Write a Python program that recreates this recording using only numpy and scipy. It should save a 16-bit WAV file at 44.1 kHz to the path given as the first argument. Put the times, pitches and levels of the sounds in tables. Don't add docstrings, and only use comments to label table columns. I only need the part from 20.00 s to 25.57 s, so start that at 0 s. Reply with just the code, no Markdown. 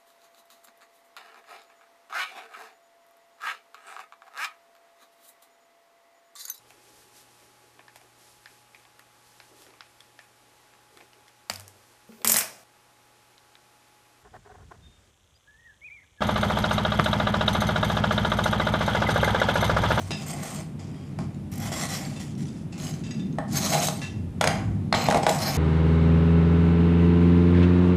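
import sys
import numpy as np
from scipy import signal
from scipy.io import wavfile

SR = 44100
rng = np.random.default_rng(int(sys.argv[2]) if len(sys.argv) > 2 else 0)


def master_out(mix):
    frames = np.transpose(np.atleast_2d(mix))
    ceiling = np.clip(frames, -1, 1)
    pcm = np.round(ceiling * 32767).astype(np.int16)
    wavfile.write(sys.argv[1], SR, pcm)


def ratio_of_db(decibels):
    return 10 ** (np.asarray(decibels, float) / 20)


N = 245637

STILL_DB = -98
# [f/Hz, width/Hz, level/dB]
BOARD_MODES = [(369, 11, -8.5), (488, 110, -7.5), (646, 26.4, -1), (699, 22, 1), (800, 38.5, 0),
               (898, 16, -6.5), (1086, 134, -9.5)]
PASS_ENDS = [1.3, 2.7, 3.3, 3.81, 4.8, 5.08, 5.385]
# [t/s, peak level/dB, top ring over it/dB]
SNAG_EVENTS = [(0.281, -26, -14), (0.31, -25, -14), (0.3342, -28.5, -21), (0.46, -36, -10),
               (0.4994, -45, -23), (0.5583, -27, -25), (0.601, -33, -20), (1.5153, -36, -6),
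               (1.524, -36, -7), (1.5362, -37, -5), (1.555, -35, -6), (1.578, -29.5, -9), (1.6006, -30, -9),
               (1.621, -41, -2), (1.6594, -35, -11), (1.6894, -40, -9), (1.7284, -37, -14),
               (1.7504, -35, -18), (1.775, -23, -18), (1.796, -22, -21), (1.828, -26, -21),
               (1.853, -28, -18), (1.9031, -29, -12), (1.924, -28, -11), (2.7994, -38, -20),
               (2.8294, -41, -19), (2.868, -29, -20), (2.909, -28, -34), (3.532, -25, -14),
               (3.5787, -17, -17), (3.6594, -20, -21), (3.7094, -16, -22), (3.769, -28, -34),
               (3.8, -18, -30), (3.8205, -20, -26), (3.8444, -27, -23), (3.8701, -10, -21),
               (4.9644, -32, -33), (4.9844, -30, -26), (4.9994, -31, -23), (5.018, -20, -18),
               (5.0394, -18.5, -16.5), (5.3094, -33, -8), (5.33, -29, -14), (5.4196, -27, -16),
               (5.432, -15, -20), (5.459, -19, -27), (5.4894, -34, -27), (5.5328, -26, -22)]


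def rms_one(x):
    return x / np.sqrt(np.mean(x ** 2) + 1e-20)


def drift(rate):
    knots = rng.standard_normal(400)
    return np.interp(np.arange(N) / SR * rate, np.arange(400), knots)


def resonate(x, peaks, wander_db=0., rate=7.4):
    out = 0
    for k, (hz, width_hz, db) in enumerate(peaks):
        radius = np.exp(-np.pi * width_hz / SR)
        b = (1 - radius ** 2) / 2 * np.array([1, 0, -1])
        a = [1, -2 * radius * np.cos(2 * np.pi * hz / SR), radius ** 2]
        drive = x * ratio_of_db(db + wander_db * drift(rate)[:len(x)])
        out = out + (-1) ** k * signal.lfilter(b, a, drive)
    return out


def band(x, low_hz, high_hz, order=2):
    edges = [low_hz, min(high_hz, .45 * SR)]
    return signal.sosfilt(signal.butter(order, edges, "band", fs=SR, output="sos"), x)


def coloured(spectrum, per_octave):
    hz, db = np.transpose(spectrum)
    edges = hz[0] * 2 ** np.arange(0, np.log2(hz[-1] / hz[0]), 1 / per_octave)
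    white = rng.standard_normal((2, N + SR // 4))
    centres = edges * 2 ** (.5 / per_octave)
    gains = ratio_of_db(np.interp(np.log(centres), np.log(hz), db))
    out = 0
    for k, (low_hz, gain) in enumerate(zip(edges, gains)):
        out = out + gain * band(white[k % 2], low_hz, low_hz * 2 ** (1 / per_octave))
    return rms_one(out[-N:])


def strikes(times, db):
    clicks = np.zeros(N)
    clicks[(np.array(times) * SR).round().astype(int)] = ratio_of_db(db)
    return clicks


def catches(per_s, spread_db, clump_db):
    born = rng.random(N) < per_s / SR
    sizes = ratio_of_db(spread_db * np.minimum(rng.exponential(1, N), 5)) * rng.choice([-1, 1], N)
    return rms_one(born * sizes * ratio_of_db(clump_db * drift(60.)))


def contact(start, length, first_db, last_db):
    attack_s, release_db_per_s = .012, 242
    t = np.arange(0, N, 32) / SR - start
    glide = first_db + (last_db - first_db) * np.clip(t / length, 0, 1)
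    db = glide - release_db_per_s * np.maximum(t - length, 0) + 40 * np.minimum(t / attack_s, 0)
    return ratio_of_db(np.maximum(2 * db, 2 * STILL_DB - 40))


def full_rate(curve):
    return np.interp(np.arange(N), np.arange(0, N, 32), curve)


def room_tone():
    # [f/Hz, level per Hz/dB]
    air_spectrum = [(240, -64), (400, -9.5), (942, -17.5), (1260, -24), (2790, -27), (4280, -35),
                    (13300, -36.5), (14800, -24), (15400, -79)]
    return ratio_of_db(-53) * coloured(air_spectrum, per_octave=1.99)


def rumble():
    # [t/s, level/dB]
    load = [(0.0, -36.5), (0.06, -43), (0.11, -34), (0.17, -34.5), (1.16, -35.5), (1.19, -27),
            (1.32, -34.5), (2.31, -33.5), (2.42, -29.5), (2.56, -34.5), (3.4, -28), (3.44, -36.5),
            (3.52, -26.5), (4.33, -34.5), (4.39, -29.5), (5.57, -28.5)]
    # [f/Hz, level per Hz/dB]
    drone = [(118, -9), (135, -7.5), (150, 4), (168, -8.5), (190, -3.5), (250, -9), (330, -16),
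             (450, -30.5)]
    # [f/Hz, level per Hz/dB]
    deep_spectrum = [(36, -39), (48, -12), (58, -3.5), (76, -13), (95, 5.5), (112, -2), (125, -14.5)]
    # [t/s, level/dB, half length/s]
    shudders = [(0.074, -37, 0.048), (1.356, -40.5, 0.18), (1.658, -36.5, 0.058), (3.502, -42, 0.3),
                (4.26, -31, 0.11), (4.694, -26.5, 0.12), (4.967, -32.5, 0.023), (5.158, -42, 0.19),
                (5.557, -39, 0.14)]
    t = np.arange(N) / SR
    load_db = np.interp(t, *np.transpose(load))
    swell = sum(ratio_of_db(2 * db) * np.exp(-((t - s) / half) ** 2) for s, db, half in shudders)
    steady_db = -43.5 + 0.1 * (load_db - load_db.mean())
    deep = np.sqrt(ratio_of_db(2 * steady_db) + swell)
    return ratio_of_db(load_db - 1.0) * coloured(drone, per_octave=8) + deep * coloured(deep_spectrum, per_octave=6.2)


def swings(rows):
    out, t = np.zeros(N), np.arange(SR // 5) / SR
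    for s, db, hz, t60 in rows:
        swell = np.minimum(t * hz * .6, 1)
        swing = swell * np.sin(2 * np.pi * hz * t) * (1 - 5 * t)
        out[round(s * SR):][:len(t)] += ratio_of_db(db - 60 * t / t60) * swing
    return out


def thumps():
    # [t/s, peak level/dB, f/Hz, t60/s]
    raps = [
        (0.109, -23, 301, 0.056),
        (1.1919, -16.5, 184, 0.069),
        (1.188, -30, 1050, .02),
        (1.719, -28, 330, .06),
        (4.41, -12, 1030, .012),
        (4.927, -15, 1000, 0.014),
        (5.1452, -16, 810, 0.018),
    ]
    return swings(raps)


def sings():
    # [t/s, peak level/dB, f/Hz, t60/s]
    brushed = [
        (0.96, -61, 3240, .5),
        (1.005, -62, 3238, .25),
        (1.724, -38, 5600, .06),
        (1.725, -40, 1990, .08),
        (4.988, -34, 4130, .06),
        (5.008, -32, 4140, .08),
        (5.054, -30, 4150, .04),
    ]
    return swings(brushed)


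def bumps():
    # [t/s, level/dB, upper body/dB]
    handle_knocks = [
        (1.188, -22.5, -13),
        (3.384, -16, 4.5),
    ]
    # [f/Hz, width/Hz, level/dB]
    bump_body = [(1110, 350, 6.5), (1830, 200, 2)]
    out, t = 0, np.arange(SR // 4) / SR
    for s, db, upper_db in handle_knocks:
        burst = rng.standard_normal(len(t)) * (ratio_of_db(-60 * t / 0.0061) + ratio_of_db(-16.0 - 60 * t / 0.22))
        lower, (high_hz, high_width, high_db) = bump_body
        woody = resonate(burst, [lower, (high_hz, high_width, high_db + upper_db)])
        woody = band(woody, 800, 2200, order=4)
        out = out + signal.oaconvolve(strikes([s], db + 3), woody)[:N]
    return out


def creep():
    spoon_modes = [(2370, 40, 0), (4820, 90, -3)]   # f/Hz, width/Hz, level/dB
    power = full_rate(contact(start=0.88, length=0.22, first_db=-68, last_db=-70))
    slips = catches(300, spread_db=3., clump_db=3.)
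    return np.sqrt(power) * rms_one(resonate(slips, spoon_modes, wander_db=3.))


def clinks():
    # [t/s, high ring peak/dB, low ring over it/dB, middle ring over it/dB, share of the free decay]
    touches = [(0.1084, -40, 0, 4, .6), (0.118, -37, 1, 4, .85), (0.133, -43, 4, -2, .9),
               (0.796, -60, -9, -12, .7), (2.163, -53, 5, 3, .7), (2.4838, -52, -6, 1, .3),
               (2.7263, -55, 4, 1, .35), (3.0377, -50, 0, 1, .9), (3.0648, -56, 5, 3, .6),
               (3.1094, -43, 1, -3, 1.), (3.1433, -52, -6, -12, .6), (3.197, -54, 5, 7, .6),
               (3.885, -55, 11, -6, .7), (4.0167, -46, 8, 6, 1.), (4.041, -52, 10, 2, 1.),
               (4.061, -51, 7, 1, 1.)]
    # [f/Hz, level/dB, t60/s]
    bowl_modes = [(1725, -9, .2), (1965, -8, .18), (2640, -3, .32), (2715, -4, .25), (2790, -11, .2),
                  (3130, -6, .15), (3580, 1, .17), (3855, -2, .11), (4880, 0, .29), (5085, -16, .25),
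                  (5490, -9, .15), (5765, -3, .13), (6520, -3, .13), (7820, -6, .2)]
    tilted_until_s = .5
    tilt_frees = [(2790, 10), (3580, 2), (4880, 0), (5085, 15), (5490, -5), (7820, -6)]
    out, t = np.zeros(N + SR), np.arange(SR // 3) / SR
    short = t[:SR // 10]
    hz, mode_db, t60 = np.transpose(bowl_modes)[:, :, None]
    for s, db, low_db, middle_db, free in touches:
        luck = rng.standard_normal((3, len(bowl_modes), 1))
        noise = rng.standard_normal((2, len(short)))
        spot_db = np.where(hz < 3000, low_db, np.where(hz < 4400, middle_db, 0))
        if s < tilted_until_s:
            spot_db = spot_db + sum(gain_db * (hz == f) for f, gain_db in tilt_frees)
        phase = 2 * np.pi * hz * (1 + .002 * luck[1]) * t
        fade = -60 * t / (t60 * np.clip(free, .1, 1.5))
        twin = np.sin((1.006 + .002 * luck[2]) * phase) * ratio_of_db(fade / .75)
        pair = np.sin(phase) * ratio_of_db(fade) + .8 * twin
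        chatter = .04 * noise[0] * ratio_of_db(-60 * short / .1)
        chatter[0] = 1
        ring = np.sum(ratio_of_db(spot_db + mode_db - 5.5 + 1.5 * luck[0]) * pair, axis=0)
        hit = signal.oaconvolve(ring, chatter)
        hit[:len(short)] += band(ratio_of_db(-6) * noise[1] * ratio_of_db(-60 * short / 0.03), 2300, 6800)
        out[round(s * SR):][:len(hit)] += ratio_of_db(db) * hit
    return out[:N]


def ticks():
    # [t/s, peak level/dB, f/Hz]
    pieces = [(0.2788, -50, 7330), (0.4384, -54, 8200), (0.7944, -57, 5430), (0.944, -50, 1950),
              (1.3456, -55, 7060), (1.5249, -55, 7050), (1.5554, -54, 5100), (1.5994, -48, 5460),
              (1.8944, -42, 8200), (1.954, -38, 5000), (2.0513, -38.5, 4600), (2.2114, -51, 6800),
              (2.3521, -51, 5600), (2.4066, -48.5, 7330), (2.4294, -53, 6900), (2.4548, -46, 5950),
              (2.5544, -59, 3620), (2.5944, -63, 3590), (2.7994, -43, 4100), (2.8684, -39.5, 2970),
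              (2.9387, -41, 6060), (3.3268, -51.5, 6410), (4.9265, -18, 4210), (4.946, -22.5, 4010),
              (4.999, -38, 7800), (5.0578, -33, 4950), (5.061, -31, 2200), (5.232, -36, 5240),
              (5.294, -25, 7130), (5.3986, -46, 5150)]
    out, t = np.zeros(N), np.arange(SR // 20) / SR
    for s, db, hz in pieces:
        at = round(s * SR)
        ring = np.sin(2 * np.pi * hz * t) * ratio_of_db(-60 * t / 0.023)
        splinter = band(rng.standard_normal(len(t)) * ratio_of_db(-60 * t / 0.018), 1220, 4800)
        out[at:at + len(t)] += ratio_of_db(db + 4.0) * (ring + 1.8 * splinter)
    return out


def knocks():
    # [t/s, peak level/dB, clatter over it/dB, crack over it/dB, thud over it/dB]
    landings = [(0.106, -29.5, 0.5, 6, 7.5), (0.1134, -23.5, -12, -1, -8), (1.187, -24.5, -9.5, -5, 0),
                (1.717, -22.5, -23, -23, -33), (3.384, -14, -21, -16, -7.5), (3.734, -17, -5, 5, -9),
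                (3.751, -12.5, -27, -11, -12), (3.884, -17, -13, 3, -10), (4.410, -10, 1.5, 1.5, -16),
                (4.44, -15, 2.5, 5.5, -18), (4.473, -10.5, -1, 3.5, -10), (4.499, -36, 5, -19, -21),
                (4.925, -16, 5, -7, -11), (4.939, -9, -1, -20, -6.5), (5.085, -1, -20.5, -14.5, -10),
                (5.1, -24, -17, 9, -3), (5.109, -16, 0.5, 1, -10), (5.123, -16, -3, -2, -33),
                (5.144, -3.5, -8, -11.5, -8), (5.157, -9, -28, -17, -6.5), (5.171, -18, -12, 0, 4.5),
                (5.232, -14.5, -23, -7.5, -27), (5.265, -4, -9, -7.5, -19), (5.292, -15.5, -36, 2, -8)]
    # [f/Hz, width/Hz, level/dB]
    free_blade = [(4010, 150, 0), (4450, 300, 3), (5200, 200, -15), (5400, 150, -10), (6300, 250, 3),
                  (7820, 150, -3), (8450, 110, 13), (9100, 100, -6), (10100, 300, 7), (11800, 200, -2),
                  (12300, 150, 0), (13750, 150, -8), (14150, 150, -10)]
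    board_t60_s = 0.039
    out, t = np.zeros(N), np.arange(SR // 4) / SR
    for s, db, clatter_db, crack_db, thud_db in landings:
        at = round((s + .001) * SR)
        chance = rng.standard_normal((3, len(t)))
        wood = 0
        for k, (hz, _, mode_db) in enumerate(BOARD_MODES):
            wood = wood + ratio_of_db(mode_db + 2 * chance[0, k]) * np.sin(2 * np.pi * hz * t)
        wood = band(wood * ratio_of_db(-60 * t / board_t60_s), 355, 1080)
        thud = sum(np.sin(2 * np.pi * hz * t) for hz in (190, 280, 375)) * ratio_of_db(-60 * t / 0.041)
        clatter = chance[2] * (ratio_of_db(-60 * t / 0.011) + ratio_of_db(-16.0 - 60 * t / 0.065))
        clatter = band(clatter, 570, 2196, order=4)
        burst = chance[1] * (ratio_of_db(-60 * t / 0.02) + ratio_of_db(-38 - 60 * t / 0.032))
        crack = band(burst, 1930, 6640) + ratio_of_db(-9.0) * resonate(burst, free_blade)
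        hit = ratio_of_db(-10.5) * wood + ratio_of_db(thud_db - 6.5) * thud
        hit = hit + ratio_of_db(clatter_db + 11.0) * clatter + ratio_of_db(crack_db - 1.5) * crack
        out[at:at + len(t)] += ratio_of_db(db) * hit[:N - at]
    return out


def stroke_curves():
    # [t/s, length/s, first drag/dB, last drag/dB, weight on the board/dB]
    sweeps = [(0.0, 0.12, -43.5, -51.5, 0.5), (0.17, 0.09, -46, -46.5, -14), (0.262, 0.034, -41, -37, -2.5),
              (0.3, 0.18, -42.5, -47.5, 3), (0.43, 0.16, -41, -42, 2), (1.52, 0.17, -48.5, -39.5, 2),
              (1.72, 0.13, -35.5, -33.5, -0.5), (1.89, 0.055, -35.5, -32, -4.5),
              (1.99, 0.19, -41.5, -46, 0), (2.2, 0.12, -42.5, -51, -5), (2.38, 0.23, -48.5, -57, -7),
              (2.78, 0.084, -43, -39.5, -3), (2.88, 0.15, -40, -57, -2), (3.48, 0.063, -52.5, -31.5, -4),
              (3.55, 0.18, -32, -29.5, -3.5), (3.72, 0.12, -29, -34.5, 6.5), (3.82, 0.039, -30, -28, -20),
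              (3.88, 0.15, -51, -41.5, -9), (4.44, 0.013, -33, -46, 18), (5.1, 0.074, -48, -40, 19),
              (5.29, 0.082, -30, -38, 7), (5.385, 0.28, -34, -29, 3)]
    # [t/s, length/s, first drag/dB, last drag/dB, weight on the board/dB]
    slides = [(0.125, 0.15, -46.5, -51, 2.5), (0.795, 0.057, -49.5, -54.5, 0),
              (0.87, 0.36, -54.5, -66, 3.5), (1.2, 0.1, -44, -67, -4), (1.34, 0.04, -65, -65, 2),
              (2.725, 0.059, -44.5, -53, -4), (3.04, 0.37, -47, -70, -4), (4.02, 0.25, -35.5, -77, -10.5),
              (4.416, 0.029, -50, -44, 17), (4.45, 0.067, -41, -37.5, 14.5), (4.495, 0.43, -47, -76, 12.5),
              (4.95, 0.12, -32.5, -35.5, 7), (5.23, 0.013, -36, -41, 1), (5.275, 0.019, -36, -51, 16)]
    bite, bite_pivot_db = 0.98, -41
    nuts_follow = 0.47
    # strokes, top ring and nuts under the drag/dB, share of the fade that board and nuts take
    kinds = [(sweeps, -11.5, -4.5, 1), (slides, -18, -3.5, 0.79)]
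    power = ratio_of_db(2 * STILL_DB)
    for rows, top_db, nuts_db, settle in kinds:
        for s, length, first_db, last_db, weight_db in rows:
            drag = contact(s, length, first_db, last_db)
            load = contact(s, length, first_db, first_db + settle * (last_db - first_db))
            top = drag * (drag / ratio_of_db(2 * bite_pivot_db)) ** (bite - 1)
            gains = ratio_of_db(2 * np.array([0, weight_db, nuts_db + nuts_follow * weight_db, top_db]))
            power = power + gains[:, None] * np.array([drag, load, load, top])
    jerk = 1.2 * drift(40)
    return [jerk + full_rate(10 * np.log10(p)) for p in power]


def snag_bursts(db, t60):
    t = np.arange(SR // 50) / SR
    clicks = strikes(np.array(SNAG_EVENTS)[:, 0], db)
    return signal.oaconvolve(clicks, ratio_of_db(-60 * t / t60))[:N] * rng.standard_normal(N)


def blade_ring(slips, pluck):
    # [f/Hz, width/Hz, level/dB]
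    first = [(1970, 32, 1.5), (3280, 34, -22), (4150, 57, -16), (6300, 110, 1), (7330, 100, -2),
             (7580, 42, 6.5), (8380, 150, 7)]
    flat = [(1950, 80, 1.5), (3360, 65, -2.5), (4060, 68, -2), (4220, 110, -9), (5600, 370, 0.5),
            (7330, 290, -10), (7430, 49, 8), (8460, 72, 2)]
    away = [(2950, 53, -3), (4100, 80, -4), (5040, 150, 0), (6500, 43, 8.5), (7630, 120, 3),
            (8300, 160, -13)]
    middle = [(4040, 84, 2.5), (4540, 120, -5), (5130, 82, -1.5), (5470, 150, -8), (6410, 91, 5),
              (7930, 150, -6), (8160, 90, -6)]
    rim = [(3900, 160, -5), (5490, 95, -6), (6360, 130, -1.5), (7540, 50, -9), (7650, 130, -7),
           (8380, 60, 7.5)]
    tip = [(4100, 87, 3), (5100, 200, -0.5), (6500, 130, -9), (7360, 60, -10), (7760, 60, 2)]
    steep = [(4000, 150, -2), (4560, 61, 0), (5150, 150, 4), (7050, 110, 1), (6440, 160, -9),
             (7950, 190, 8), (8600, 78, -18)]
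    last = [(3200, 60, -12), (4180, 96, 3), (4700, 55, 0.5), (5230, 120, 2), (6460, 70, -1), (6660, 67, -7),
            (7850, 140, -28)]
    grips = [first, flat, away, middle, rim, tip, steep, last]
    ends = [0] + [round(s * SR) for s in PASS_ENDS] + [N]
    passes = []
    for a, b, modes in zip(ends, ends[1:], grips):
        sung = rms_one(resonate(slips[a:b], modes, wander_db=2.6, rate=18.))
        plucked = resonate(pluck[a:b], modes, wander_db=3., rate=40.)
        passes.append((sung, plucked))
    return np.concatenate(passes, axis=1)


def blade_top(x):
    # [f/Hz, width/Hz, level/dB]
    flat_modes = [(9800, 250, -4), (10200, 300, 2), (11800, 300, 4), (12350, 300, 0), (13720, 250, 4),
                  (14200, 350, 4)]
    # [f/Hz, width/Hz, level/dB]
    top_modes = [(9800, 200, 1), (10200, 300, -1), (11800, 450, 4), (12350, 260, 3.5), (13750, 250, 3),
                 (14200, 350, 6.5)]
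    t = np.arange(N) / SR
    is_flat = (t > PASS_ENDS[0]) & (t < PASS_ENDS[1])
    flat_ring = resonate(resonate(x, flat_modes), flat_modes, wander_db=2.6, rate=14.)
    other_ring = resonate(resonate(x, top_modes), top_modes, wander_db=2.6, rate=14.)
    return np.where(is_flat, flat_ring, other_ring)


def scraping():
    # [f/Hz, width/Hz, level/dB]
    grain = [(3280, 410, -1.5), (4364, 1360, 2.5), (4920, 1180, 4), (5840, 1140, 4), (6850, 3860, 1.5),
             (8200, 3450, -4.5)]
    # [f/Hz, width/Hz, level/dB]
    board_high = [(1166, 400, 6), (1530, 430, 3), (1798, 150, 4), (2080, 200, 9), (2430, 400, 6),
                  (3070, 150, 2)]
    pressed_db, loose_db = -48, -66.5
    lifted_from_s, lifted_to_s = 3.98, 4.4
    edge_db, body_db, nuts_db, top_db = stroke_curves()
    pressed = np.clip((top_db - loose_db) / (pressed_db - loose_db), .1, 1)
    pressed[round(lifted_from_s * SR):round(lifted_to_s * SR)] = .1

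    slips = catches(3000, spread_db=3.4, clump_db=2.8)
    crumbs = catches(4500, spread_db=3.1, clump_db=1.8)
    rasp = band(resonate(crumbs, grain, wander_db=1., rate=14.), 2700, 9000, order=4)

    _, snag_db, snag_top_db = np.transpose(SNAG_EVENTS)
    grit = snag_bursts(snag_db, t60=0.031)
    sung, plucked = blade_ring(slips, grit)
    snag_top = blade_top(snag_bursts(snag_db + snag_top_db, t60=0.02))
    snags = ratio_of_db(-26.0) * band(grit, 1200, 8400) + ratio_of_db(3.0) * plucked + ratio_of_db(11.5) * snag_top

    edge = 1.04 * pressed * sung + ratio_of_db(-1.5) * rms_one(rasp)
    top = pressed * rms_one(blade_top(slips))
    top = top + ratio_of_db(-5.0) * rms_one(band(crumbs, 6940, 10760, order=6))
    body = rms_one(resonate(slips + crumbs, BOARD_MODES, wander_db=1.6, rate=14.))
    nuts = rms_one(resonate(crumbs, board_high, wander_db=2.5, rate=15.0))
    nuts = nuts + ratio_of_db(-2.0) * rms_one(band(slips, 1190, 2400, order=3))
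    steel = ratio_of_db(edge_db - 5.0) * edge + ratio_of_db(top_db + 6.0) * top
    return snags + steel + ratio_of_db(body_db - 5.0) * body + ratio_of_db(nuts_db - 5.5) * nuts


def kitchen(x):
    # [f/Hz, t60/s, level/dB]
    room_bands = [(294, 0.33, 5.5), (642, 0.4, 2.5), (1540, 0.48, 0), (3130, 0.39, 2), (5500, 0.37, -2),
                  (11900, 0.35, 1)]
    t = np.arange(SR // 2) / SR
    white = rng.standard_normal((2, len(t)))
    tail = 0
    for k, (hz, t60, db) in enumerate(room_bands):
        tail = tail + ratio_of_db(db - 60 * t / t60) * band(white[k % 2], hz / 1.52, hz * 1.77)
    tail = tail * np.clip(t / 0.0087 - .3, 0, 1)
    return signal.oaconvolve(x, tail / np.sqrt(np.sum(tail ** 2)))[:N]


def scene():
    hits = knocks() + clinks() + ticks() + bumps() + creep() + thumps() + sings()
    rub = scraping()
    reverb = ratio_of_db(-6.5) * kitchen(hits + 0.71 * rub)
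    return (hits + rub + reverb + rumble() + room_tone())[None]


def low_pass(x):
    return signal.sosfilt(signal.butter(12, 15600, fs=SR, output="sos"), x)


def record(dry):
    heard = band(dry, 46, 11130, order=3)
    heard = signal.sosfilt(signal.butter(12, 14600, fs=SR, output="sos"), heard)
    limited = .5 * np.tanh(heard / .5)
    return low_pass(limited)


dry = scene()
out = record(dry)
master_out(out)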